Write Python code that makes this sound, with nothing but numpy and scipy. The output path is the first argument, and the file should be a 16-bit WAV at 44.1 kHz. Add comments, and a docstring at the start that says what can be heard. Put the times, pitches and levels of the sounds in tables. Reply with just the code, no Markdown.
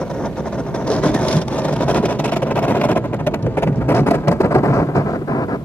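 """In an open lot a pickup starts well off, its steel snow blade scraping in short bites over packed ice.
About a second in the bites harden, the edge squeaks once and crusts snap: bursts of random cracks, coloured as steel and grit.
Knocks and low jolts, built from wavering tones, recur as it nears, over an engine drone, tyre rumble and snow hiss.
It draws level on the left, loud and close; then the scraping weakens and the engine sinks away.
A faint wall echo, wind on the microphone and a thin high hiss lie behind it all."""
import sys
import numpy as np
from scipy import signal
from scipy.fft import rfft, irfft
from scipy.io import wavfile
from scipy.ndimage import uniform_filter1d

SR = 44100
rng = np.random.default_rng(int(sys.argv[2]) if len(sys.argv) > 2 else 0)


def wrap_up_sound(samples):
    """Save the sound to the file named by the first command line argument, as 16-bit audio."""
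    columns = np.atleast_2d(samples).T
    # keep every value between -1 and 1, then stretch to whole-number steps
    tamed = np.clip(columns, -1, 1)
    steps = np.round(tamed * 32767).astype(np.int16)
    wavfile.write(sys.argv[1], SR, steps)


N = 248724

# How icy the ground is under the edge. Each row: time in seconds, relative grit level of a firm bite in dB.
ICE = [(0, -29), (.7, -25.5), (.9, -28.5), (1.33, -14.5), (1.7, -25.5), (2.3, -19), (2.45, -25),
       (2.8, -24.5), (3.1, -28.5), (3.3, -24), (3.7, -28), (4.3, -32), (4.65, -38), (5.64, -34.5)]
# The truck jolts over ridges of ice. Each row: centre in seconds, pitch at the centre in Hz, relative level in dB.
JOLTS = [(1.371, 153.3, -17), (3.458, 123.6, -16.5), (3.694, 159, -16.5), (3.786, 127.7, -19.5),
         (4.011, 143, -17.5), (4.299, 145.2, -17), (4.589, 151, -21), (4.706, 141.6, -17.5),
         (5.001, 143.2, -21.5)]
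JOLT_S = 0.02  # half length of a jolt
FIRM_BITE_DB, GRIT_DB_PER_DB = -11.5, 1.5  # harder bites throw up more than their share of grit


def undb(db):
    """Decibels to gain."""
    return 10 ** (np.asarray(db) / 20)


def unit(x):
    """Scale to rms 1."""
    return x / np.sqrt(np.mean(x ** 2))


def curves(rows):
    """Every column after the time of a table, drawn as straight lines between its rows at every sample."""
    seconds, *columns = np.transpose(rows)
    return [np.interp(np.arange(N) / SR, seconds, column) for column in columns]


def colour(x, points, size=8192):
    """Filter x through a causal minimum-phase response with the given (Hz, dB) shape; rms 1."""
    hz, db = np.transpose(points)
    freqs = np.maximum(np.arange(size // 2 + 1) * SR / size, 1)
    log_gain = np.log(undb(np.interp(np.log(freqs), np.log(hz), db)))
    # beyond both ends the shape falls by 12 dB an octave
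    below = np.maximum(np.log(hz[0] / freqs), 0)
    above = np.maximum(np.log(freqs / hz[-1]), 0)
    log_gain -= 2 * (below + above)
    # folding the cepstrum onto positive times makes the response causal
    cepstrum = irfft(log_gain)[:size // 2]
    cepstrum[0] /= 2
    response = irfft(np.exp(2 * rfft(cepstrum, size)))[:size // 2]
    return unit(signal.fftconvolve(x, response[None], axes=1)[:, :N])


def walk(rate):
    """Smooth chance: random values, `rate` a second, joined by straight lines; rms 1."""
    steps = rng.standard_normal(8192)
    return unit(np.interp(np.arange(N) / SR * rate, np.arange(len(steps)), steps))


def fractures(per_s, spread_db):
    """Three unrelated trains of tiny cracks of unequal size: direct, scattered left, scattered right."""
    size = undb(spread_db * np.minimum(rng.exponential(size=(3, N)), 4))
    happens = rng.random((3, N)) < per_s / SR
    return happens * size * rng.choice([-1, 1], (3, N))


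def chips(low_hz, high_hz, ring_s, spread_db, count, size):
    """Brief decaying rings, each at its own pitch; direct, scattered left, scattered right."""
    when, pitch, strength, life, *turns = rng.random((count, 7)).T
    hz = low_hz * (high_hz / low_hz) ** pitch
    gain = np.sqrt(hz) * undb(spread_db * np.minimum(-np.log(1 - strength), 3))
    age = np.arange(size) / SR
    envelope = gain[:, None] * np.exp(-age / (ring_s * (.5 + life[:, None])))
    at = ((when * N).astype(int)[:, None] + np.arange(size)).ravel()
    trains = []
    for turn in turns:  # each train starts its rings at other phases
        wave = envelope * np.sin(np.float32(2 * np.pi * (hz[:, None] * age + turn[:, None])))
        trains.append(np.bincount(at, wave.ravel(), N)[:N])
    return unit(np.array(trains))


def bounced(x):
    """Add short reflections off bumper and bonnet, whose paths wander as the truck rocks; rms 1."""
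    delays_s, bounce_db, drift = (.0031, .0074), -8, .04  # drift is a share of the delay
    n, out = np.arange(N), x
    for delay_s in delays_s:
        late = n - delay_s * SR * (1 + drift * walk(2))
        out = out + undb(bounce_db) * x[:, np.maximum(np.round(late), 0).astype(int)]
    return unit(out)


def evened(x, span_s=0.02):
    """Keep the fine grain of x but hold its strength, so that the force alone sets the level."""
    return x / np.sqrt(uniform_filter1d(np.mean(x ** 2, axis=0), int(span_s * SR)) + 1e-6)


def place(x, lead_ms, scatter, pan_db):
    """Direct sound reaches the left side first; what the lot scatters differs on each side; rms 1."""
    n = np.arange(N)
    late = np.interp(n - lead_ms * SR / 1000, n, x[0])
    direct = np.array([x[0], late])
    balance = undb(np.array([[pan_db], [-pan_db]]) / 2)  # positive leans left
    return unit((direct + scatter * x[1:]) * balance)


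def strike(start, length, attack_s):
    """The samples that a blow covers, their age, and its envelope: a quick rise and a rounded fall."""
    span = slice(max(int(start * SR), 0), min(int((start + 4 * length) * SR), N))
    age = np.arange(span.stop - span.start) / SR
    return span, age, np.minimum(age / attack_s, 1) * np.exp(-(age / length) ** 2 / 2)


def bites(rows, attack_s, blade_ring_s, grit_ring_s):
    """Strength of blade and grit: each bite sets in fast, holds while the edge drags, then dies away."""
    usual_bite_s, snap_db = 0.017, 1.3  # short bites are brittle: more grit per halving of their length
    t, power = np.arange(N) / SR, np.zeros((2, N))
    ring_s = np.array([[blade_ring_s], [grit_ring_s]])
    for start, length, blade_db in rows:
        grit_db = np.interp(start, *np.transpose(ICE)) + GRIT_DB_PER_DB * (blade_db - FIRM_BITE_DB)
        grit_db += snap_db * np.log2(usual_bite_s / length)
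        span = slice(max(int((start - .02) * SR), 0), int((start + length + .15) * SR))
        age = t[span] - start
        rise = np.clip(age / attack_s + .5, 0, 1)
        fall = np.exp(-np.maximum(age - length + ring_s / 2, 0) / ring_s)
        power[:, span] += (rise * fall * undb([[blade_db], [grit_db]])) ** 2
    return np.sqrt(power)


def blade(force, nearness, lead_ms):
    """Coarse fractures and tumbling lumps shake the steel blade, whose colour shifts with distance."""
    # Colour of the shaken blade, far off and close. Each row: frequency in Hz, level in dB.
    far_tone = [(120, -33.5), (220, 1), (300, 2.5), (580, 6.5), (780, 0), (1050, -2), (1300, -13.5),
                (1800, -14.5), (2300, -23.5), (4000, -76.5)]
    near_tone = [(120, 2), (230, 6), (375, 3.5), (510, 5), (610, 2), (730, -1.5), (850, 0), (980, -12),
                 (1150, -7), (1420, -14), (1900, -17), (2500, -22), (4000, -53.5)]
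    cracks = bounced(fractures(per_s=6000, spread_db=2.5) * undb(2.14 * walk(260)))
    close = np.clip(nearness / 2, 0, 1)
    steel = (1 - close) * colour(cracks, far_tone) + close * colour(cracks, near_tone)
    return force * evened(place(steel, lead_ms, scatter=0.22, pan_db=0.0))


def ringing(force, nearness, lead_ms, db):
    """Bites set the blade's plate modes ringing; they stand out as it comes close."""
    # Modes of the steel blade. Each row: frequency in Hz, 60 dB decay time in seconds, relative level in dB.
    modes = [(284.8, 0.083, 6.5), (381, 0.019, 7), (484.6, 0.24, 1), (725, 0.11, 1.5), (923, 0.015, -13),
             (1400, 0.02, 8), (2230, 0.13, -22)]
    cracks = unit(fractures(per_s=1500, spread_db=0.5))
    push = cracks * force ** 0.51 * undb(2.1 * np.minimum(nearness, 1.55))
    t = np.arange(SR // 4) / SR
    response = sum(undb(mode_db - 60 * t / t60) * np.sin(2 * np.pi * hz * t) for hz, t60, mode_db in modes)
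    ring = signal.fftconvolve(push, response[None], axes=1)[:, :N]
    return undb(db) * place(ring, lead_ms, scatter=0.25, pan_db=3.0)


def squeaks():
    """Steel sticks and slips on the pavement for a moment: a short, wavering, sinking tone."""
    # Each row: start in seconds, length in seconds, first and last mean pitch in Hz, peak level in dB.
    rows = [(1.155, 0.042, 1870, 1660, -28)]
    t, out = np.arange(N) / SR, 0
    for start, length, start_hz, end_hz, db in rows:
        part = np.clip((t - start) / length, 0, 1)
        hz = (start_hz + (end_hz - start_hz) * part) * (1 + 0.026 * walk(500))
        swell = np.sin(np.pi * np.sqrt(part))
        out = out + undb(db) * swell * np.sin(2 * np.pi * np.cumsum(hz) / SR)
    return out


def knocks(lead_ms):
    """A snag makes the blade judder: a rough, hollow note that wobbles and sags by a share of its pitch."""
    # Each row: start in seconds, fall length in seconds, middle pitch in Hz, relative level in dB.
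    rows = [(0.899, 0.021, 428, -10), (1.048, 0.045, 303, -12.5), (1.148, 0.004, 305, 1.5),
            (1.811, 0.011, 665, -10.5), (2.033, 0.015, 409, -12), (2.424, 0.012, 520, -8.5),
            (2.762, 0.018, 392, -11), (2.961, 0.016, 640, -11), (3.272, 0.011, 624, -9),
            (3.464, 0.016, 470, -12.5), (3.569, 0.012, 724, -10), (4.112, 0.0096, 693, -7),
            (4.277, 0.017, 565, -9), (4.398, 0.015, 403, -9.5), (4.547, 0.018, 367, -6.5),
            (4.553, .014, 730, -8.5), (4.889, 0.009, 398, -15.5), (5.214, 0.008, 382, -12.5)]
    sag, wobble = .03, .06 * walk(300)  # shares of the pitch
    rough = unit(undb(1.5 * walk(250)))
    out = np.zeros(N)
    for start, length, hz, db in rows:
        span, age, shape = strike(start, length, attack_s=.007)
        pitch = hz * (1 + sag * (.5 - age / length) + wobble[span])
        out[span] += undb(db) * shape * np.sin(2 * np.pi * np.cumsum(pitch) / SR)
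    out = out * rough
    return np.std(out) * place(np.array([out] * 3), lead_ms, scatter=0, pan_db=0.0)


def grit(force, nearness, lead_ms):
    """Ice crumbles in quick spurts of cracks and chips; close up, the snow heaped before the blade muffles it."""
    # Colour of the crushed ice, far off, midway and close. Each row: frequency in Hz, level in dB.
    far_tone = [(1200, 6), (2000, 1), (2900, -4), (3500, 2.5), (4600, -4.5), (5400, 1.5), (6700, -6.5),
                (8400, -11), (10000, -10.5), (15500, -36)]
    mid_tone = [(1200, -29), (2000, 10), (2600, 9), (3500, -3.5), (4600, -12), (6700, -10), (8400, -19.5),
                (10500, -14), (12000, -19), (13500, -16), (15500, -27)]
    near_tone = [(1200, -27), (2000, 5), (2500, -4.5), (3100, -29), (3800, -6), (5100, -6.5), (6300, -19.5),
                 (8400, -16), (13500, -23.5), (15500, -46)]
    cracks = unit(fractures(per_s=9100, spread_db=4.0))
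    cracks = cracks + chips(1042, 15600, ring_s=0.0013, spread_db=-0.5, count=11000, size=512)
    cracks = bounced(cracks) * undb(2.15 * walk(240))
    shares = [np.clip(1 - abs(nearness - k), 0, 1) for k in range(3)]
    tones = (far_tone, mid_tone, near_tone)
    ice = sum(share * colour(cracks, tone) for share, tone in zip(shares, tones))
    # harder bites shatter the ice more finely, with a larger share of the top octave
    shatter_tone = [(4000, 14), (8000, -13.0), (13800, 14.0), (15500, -27.0)]
    shatter = colour(cracks * undb(5.5 * walk(200)), shatter_tone)
    ice = ice + shatter * np.minimum(force / undb(-5.0), 1.5) * undb(-4.5)
    return force * evened(place(ice, lead_ms, scatter=0.83, pan_db=-2.0))


def snaps(lead_ms):
    """A crust of ice gives way in a short, dense, bright volley of fine cracks."""
    # Each row: start in seconds, fall length in seconds, level in dB.
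    rows = [(0.256, 0.0057, -43), (0.869, 0.019, -35), (0.9, 0.056, -31.5), (1.055, 0.023, -34),
            (1.281, 0.0079, -21), (1.307, .012, -25.5), (1.326, 0.0052, -23.5), (1.365, 0.0048, -27.5),
            (1.413, 0.0085, -32.5), (1.644, 0.0098, -40), (1.734, 0.0078, -40), (2.815, 0.0081, -41),
            (3.424, .008, -43), (3.757, 0.0045, -44), (3.945, 0.037, -35), (4.281, 0.0051, -28),
            (4.734, 0.045, -47), (4.962, 0.0062, -38)]
    # Colour of the crackle. Each row: frequency in Hz, level in dB.
    tone = [(1500, -5), (3200, 2.5), (5600, 7.5), (8400, -12), (10200, -5.5), (12000, -33), (13500, -13),
            (15500, -44)]
    force = np.zeros(N)
    for start, length, db in rows:
        span, age, shape = strike(start, length, attack_s=0.0022)
        force[span] += undb(db) * shape
    crackle = colour(fractures(per_s=3400, spread_db=5.5) * undb(2.0 * walk(260)), tone)
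    return force * evened(place(crackle, lead_ms, scatter=0.89, pan_db=-2.5))


def heap(force, nearness, lead_ms):
    """Close up, the packed heap in front of the blade crunches with every push."""
    tone = [(850, -10.0), (1000, 10), (1200, 2.5), (1750, -4.5), (1950, -19), (2400, -27.5)]
    crunch = colour(bounced(fractures(per_s=1600, spread_db=3.0)), tone)
    gain = undb(-7.5 + 14 * np.minimum(nearness - 1.9, 0))
    return force * gain * evened(place(crunch, lead_ms, scatter=0.5, pan_db=7))


def snow(db, force, nearness, lead_ms):
    """Loose snow rolls off with a fine hiss; while the truck is far, each push sizzles in one sharp band."""
    # Colour of the rolling snow. Each row: frequency in Hz, level in dB.
    tone = [(1300, -4.5), (2100, 1), (3000, -3.5), (4000, -4), (5600, -9.5), (7500, -13), (10500, -42),
            (14000, -47)]
    grains = place(bounced(fractures(per_s=7700, spread_db=13.0)), lead_ms, scatter=1.0, pan_db=-3.5)
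    sizzle = colour(grains, [(4300, -16), (5700, 2), (6300, -2), (7200, -14.0)])
    hiss = undb(db + 2.5 * walk(60)) * colour(grains, tone)
    return hiss + force * undb(-23.5) * np.clip(1 - nearness, 0, 1) * sizzle


def frame_level(push, nearness):
    """Rumble level in dB: the tyres roll steadily, the blade's push shakes the frame, ridges jolt it."""
    roll_db, roll_near_db = -28.5, -0.5  # tyres far away; change per step of nearness
    share_db, settle_s = -3.5, 0.02  # share of the push that shakes the frame; decay of its power
    jolt_rumble_db = -0.5
    t, keep = np.arange(N) / SR, np.exp(-1 / (settle_s * SR))
    shaken = signal.lfilter([1 - keep], [1, -keep], (push * undb(share_db)) ** 2)
    jolts = sum(undb(db + jolt_rumble_db) ** 2 * np.exp(-((t - s) / JOLT_S) ** 2) for s, hz, db in JOLTS)
    rolling = undb(roll_db + roll_near_db * nearness) ** 2
    return 10 * np.log10(rolling + shaken + jolts)


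def rumble(db, lead_ms):
    """Frame and tyres boom over the ridged ice: sparse cracks in a low colour."""
    # Colour of frame and tyres. Each row: frequency in Hz, level in dB.
    tone = [(25, -14), (48, -19), (65, -10), (88, -12.5), (120, -1.5), (150, -2.5), (225, 1), (255, -6.5),
            (300, -5.5), (420, -7.5), (800, -34)]
    low = colour(fractures(per_s=900, spread_db=-3.5), tone)
    return undb(db) * place(low, lead_ms, scatter=0.2, pan_db=-2.5)


def boom(db):
    """The shaken frame rings on one low note, a resonance fed by noise."""
    note_hz, t60_s, note_db = 151.9, 0.36, -7.5  # level relative to the frame level
    t = np.arange(SR // 2) / SR
    response = undb(-60 * t / t60_s) * np.sin(2 * np.pi * note_hz * t)
    return undb(db + note_db) * unit(signal.fftconvolve(rng.standard_normal(N), response)[:N])


def jolt_notes():
    """Each jolt swells into a short, low boom that sinks as the springs unload."""
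    note_db, sag_per_s = 2, 1.3  # sag is a share of the pitch
    t, out, waver = np.arange(N) / SR, np.zeros(N), 0.093 * walk(120)
    for s, hz, db in JOLTS:
        span = abs(t - s) < 4 * JOLT_S
        age = t[span] - s
        phase = 2 * np.pi * np.cumsum(hz * (1 - sag_per_s * age + waver[span])) / SR
        swell = np.exp(-(age / JOLT_S) ** 2 / 2)
        out[span] += undb(db + note_db) * swell * np.sqrt(2) * np.sin(phase)
    return out


def engine():
    """The firing note and two overtones, lumpy in level and unsteady in pitch."""
    # Each row: time in seconds, mean firing rate in Hz, relative level in dB.
    rows = [(0, 117, -45), (1.1, 130, -25.5), (3.55, 124.2, -25.5), (3.95, 128, -21), (4.3, 148, -32),
            (4.9, 145, -20), (5.64, 122, -57)]
    hz, db = curves(rows)
    phase = 2 * np.pi * np.cumsum(hz * (1 + 0.06 * walk(30))) / SR
    note = np.sin(phase) + undb(-11) * np.sin(2 * phase) + undb(-14) * np.sin(3 * phase)
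    lumps = undb(7.4 * np.tanh(walk(65)))
    return unit(note * lumps) * undb(db - 4.5)


def shop_wall(x, delay_s, echo_db):
    """The brick front and snow banks return a faint, smeared echo: a decaying tail of noise."""
    t = np.arange(SR // 2) / SR
    tail = rng.standard_normal((2, len(t))) * np.exp(-t / 0.14) * (t > delay_s)
    tail /= np.sqrt(np.sum(tail ** 2, axis=1, keepdims=True))
    return undb(echo_db) * signal.fftconvolve(x, tail, axes=1)[:, :N]


def wind():
    """A light breeze in gusts buffets the microphone ports, partly together, partly each on its own."""
    # Each row: time in seconds, level in dB about which the breeze flutters.
    gusts = [(0, -41), (1.12, -30.5), (1.55, -38.5), (2.1, -36), (2.7, -45), (3.6, -31), (5.64, -43)]
    air = rng.standard_normal(N) + 1.03 * rng.standard_normal((2, N))
    buffet = colour(air, [(33, -62), (47, -2.5), (72, 0.5), (110, -11.0), (300, -13)])
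    return buffet * undb(curves(gusts)[0] + 3.5 * walk(22))


def air_hiss():
    """A faint high hiss lies behind everything and sinks for a while midway."""
    # Each row: time in seconds, level in dB.
    rows = [(0, -52.5), (3.3, -64), (4.7, -54.5)]
    tone = [(2000, 5.5), (6000, -7.0), (9000, -7.5), (14000, -10.0), (15500, -17)]
    return undb(curves(rows)[0]) * colour(rng.standard_normal((2, N)), tone)


def scene():
    """The truck with its scraping blade, drawing near in the open lot."""
    # Bites of the edge. Each row: start in seconds, length in seconds, relative level in dB.
    scrapes = [(0.0, 0.034, -20), (0.099, 0.02, -18.5), (0.135, 0.11, -24), (0.245, 0.03, -19.5),
               (0.368, 0.042, -22), (0.454, 0.032, -21), (0.523, 0.036, -23), (0.578, 0.031, -21),
               (0.66, 0.042, -25.5), (0.742, 0.022, -17), (0.77, 0.06, -23.5), (0.865, 0.13, -19),
               (0.898, 0.026, -22), (1.03, 0.044, -14), (1.143, 0.0096, -13), (1.2, 0.15, -19.5),
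               (1.41, 0.021, -23), (1.479, 0.0063, -19), (1.58, 0.017, -17), (1.647, 0.011, -14),
               (1.68, 0.019, -17.5), (1.726, 0.0083, -14.5), (1.762, 0.0055, -15.5), (1.803, 0.035, -15.5),
               (1.88, 0.04, -13.5), (1.942, 0.045, -14), (2.028, 0.034, -20), (2.054, 0.005, -12),
               (2.085, 0.048, -17.5), (2.191, 0.015, -16.5), (2.242, 0.024, -15), (2.275, 0.024, -19.5),
               (2.318, 0.022, -15), (2.36, 0.016, -15), (2.423, 0.009, -13.5), (2.457, 0.042, -21),
               (2.506, 0.016, -14.5), (2.556, 0.041, -14), (2.622, 0.034, -15), (2.677, 0.051, -14.5),
               (2.743, 0.039, -16), (2.811, 0.011, -12), (2.835, 0.025, -12.5), (2.887, 0.042, -13.5),
               (2.956, 0.027, -14), (3.04, 0.024, -19.5), (3.129, 0.021, -16.5), (3.192, 0.02, -19.5),
               (3.267, 0.011, -12), (3.339, 0.0095, -13), (3.463, 0.01, -19.5), (3.572, 0.019, -13),
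               (3.623, 0.018, -12), (3.67, 0.013, -15), (3.808, 0.023, -22), (3.884, 0.046, -11.5),
               (3.941, 0.063, -13.5), (4.064, 0.027, -11), (4.106, 0.013, -9.5), (4.135, 0.025, -13),
               (4.18, .012, -23), (4.275, 0.017, -9.5), (4.311, 0.02, -12), (4.405, 0.011, -9),
               (4.434, 0.03, -12.5), (4.508, 0.023, -12.5), (4.545, 0.02, -9), (4.58, 0.013, -13.5),
               (4.633, 0.036, -12), (4.675, 0.042, -16), (4.728, 0.079, -14.5), (4.8, 0.035, -17),
               (4.882, 0.021, -22), (4.95, 0.038, -12.5), (4.995, 0.024, -18.5), (5.057, 0.054, -22.5),
               (5.132, 0.033, -19), (5.214, 0.011, -27), (5.276, 0.17, -19), (5.482, 0.082, -21)]
    # Each row: time in seconds, nearness (0 far, 1 midway, 2 close), lead of the left side in ms.
    approach = [(0, 0.094, 0.042), (1.3, 0.055, 0.064), (2.4, 0.69, 0.076), (3.3, 0.87, 0.1),
                (4.3, 1.51, 0.12), (5.64, 1.96, 0.19)]
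    # Weight of snow on the sliding blade. Each row: time in seconds, level in dB before the judder.
    load_rows = [(0, -33.5), (.72, -34.5), (.95, -25), (1.015, -30), (1.06, -22), (1.38, -24), (1.46, -35),
                 (1.53, -24), (2.0, -26), (2.4, -32), (2.8, -24), (3.08, -34.5), (3.75, -30.5), (4.35, -29),
                 (4.78, -26.5), (4.87, -31.5), (5.1, -26.5), (5.22, -39.5), (5.64, -40)]
    grind_db = -0.5  # grit ground off between bites
    hiss_db, muffle_db = -17.5, 5  # snow hiss relative to the load; loss per step of nearness

    nearness, lead_ms = curves(approach)
    load_db = curves(load_rows)[0] + 2.5 * np.tanh(walk(87))  # the sliding blade sticks and slips
    shake, crush = bites(scrapes, attack_s=0.0092, blade_ring_s=0.007, grit_ring_s=0.0081)
    push = np.hypot(shake * undb(-2.5), undb(load_db))

    steel = blade(push, nearness, lead_ms) + squeaks()
    steel = steel + ringing(shake, nearness, lead_ms, db=-31.5) + knocks(lead_ms)

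    grind = undb(curves(ICE)[0] + GRIT_DB_PER_DB * (load_db - FIRM_BITE_DB) + grind_db)
    ice = grit(np.hypot(crush * undb(-1.5), grind), nearness, lead_ms) + snaps(lead_ms)

    load = snow(load_db + hiss_db - muffle_db * nearness, push, nearness, lead_ms)
    load = load + heap(push, nearness, lead_ms)

    frame_db = frame_level(push, nearness)
    body = rumble(frame_db - 0.5, lead_ms) + boom(frame_db) + jolt_notes() + engine()

    echo = shop_wall(steel, delay_s=0.0054, echo_db=-24)
    return steel + ice + load + body + echo + wind() + air_hiss()


def record(dry):
    """The microphone chain drops the deepest bass, rounds the highest peaks and cuts the top."""
    lean = signal.sosfilt(signal.butter(4, 36, "high", fs=SR, output="sos"), dry)
    rounded = lean / (1 + lean ** 4) ** (1 / 4)
    return signal.sosfilt(signal.ellip(10, .2, 70, 15750, fs=SR, output="sos"), rounded)


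dry = scene()
out = record(dry)
wrap_up_sound(out)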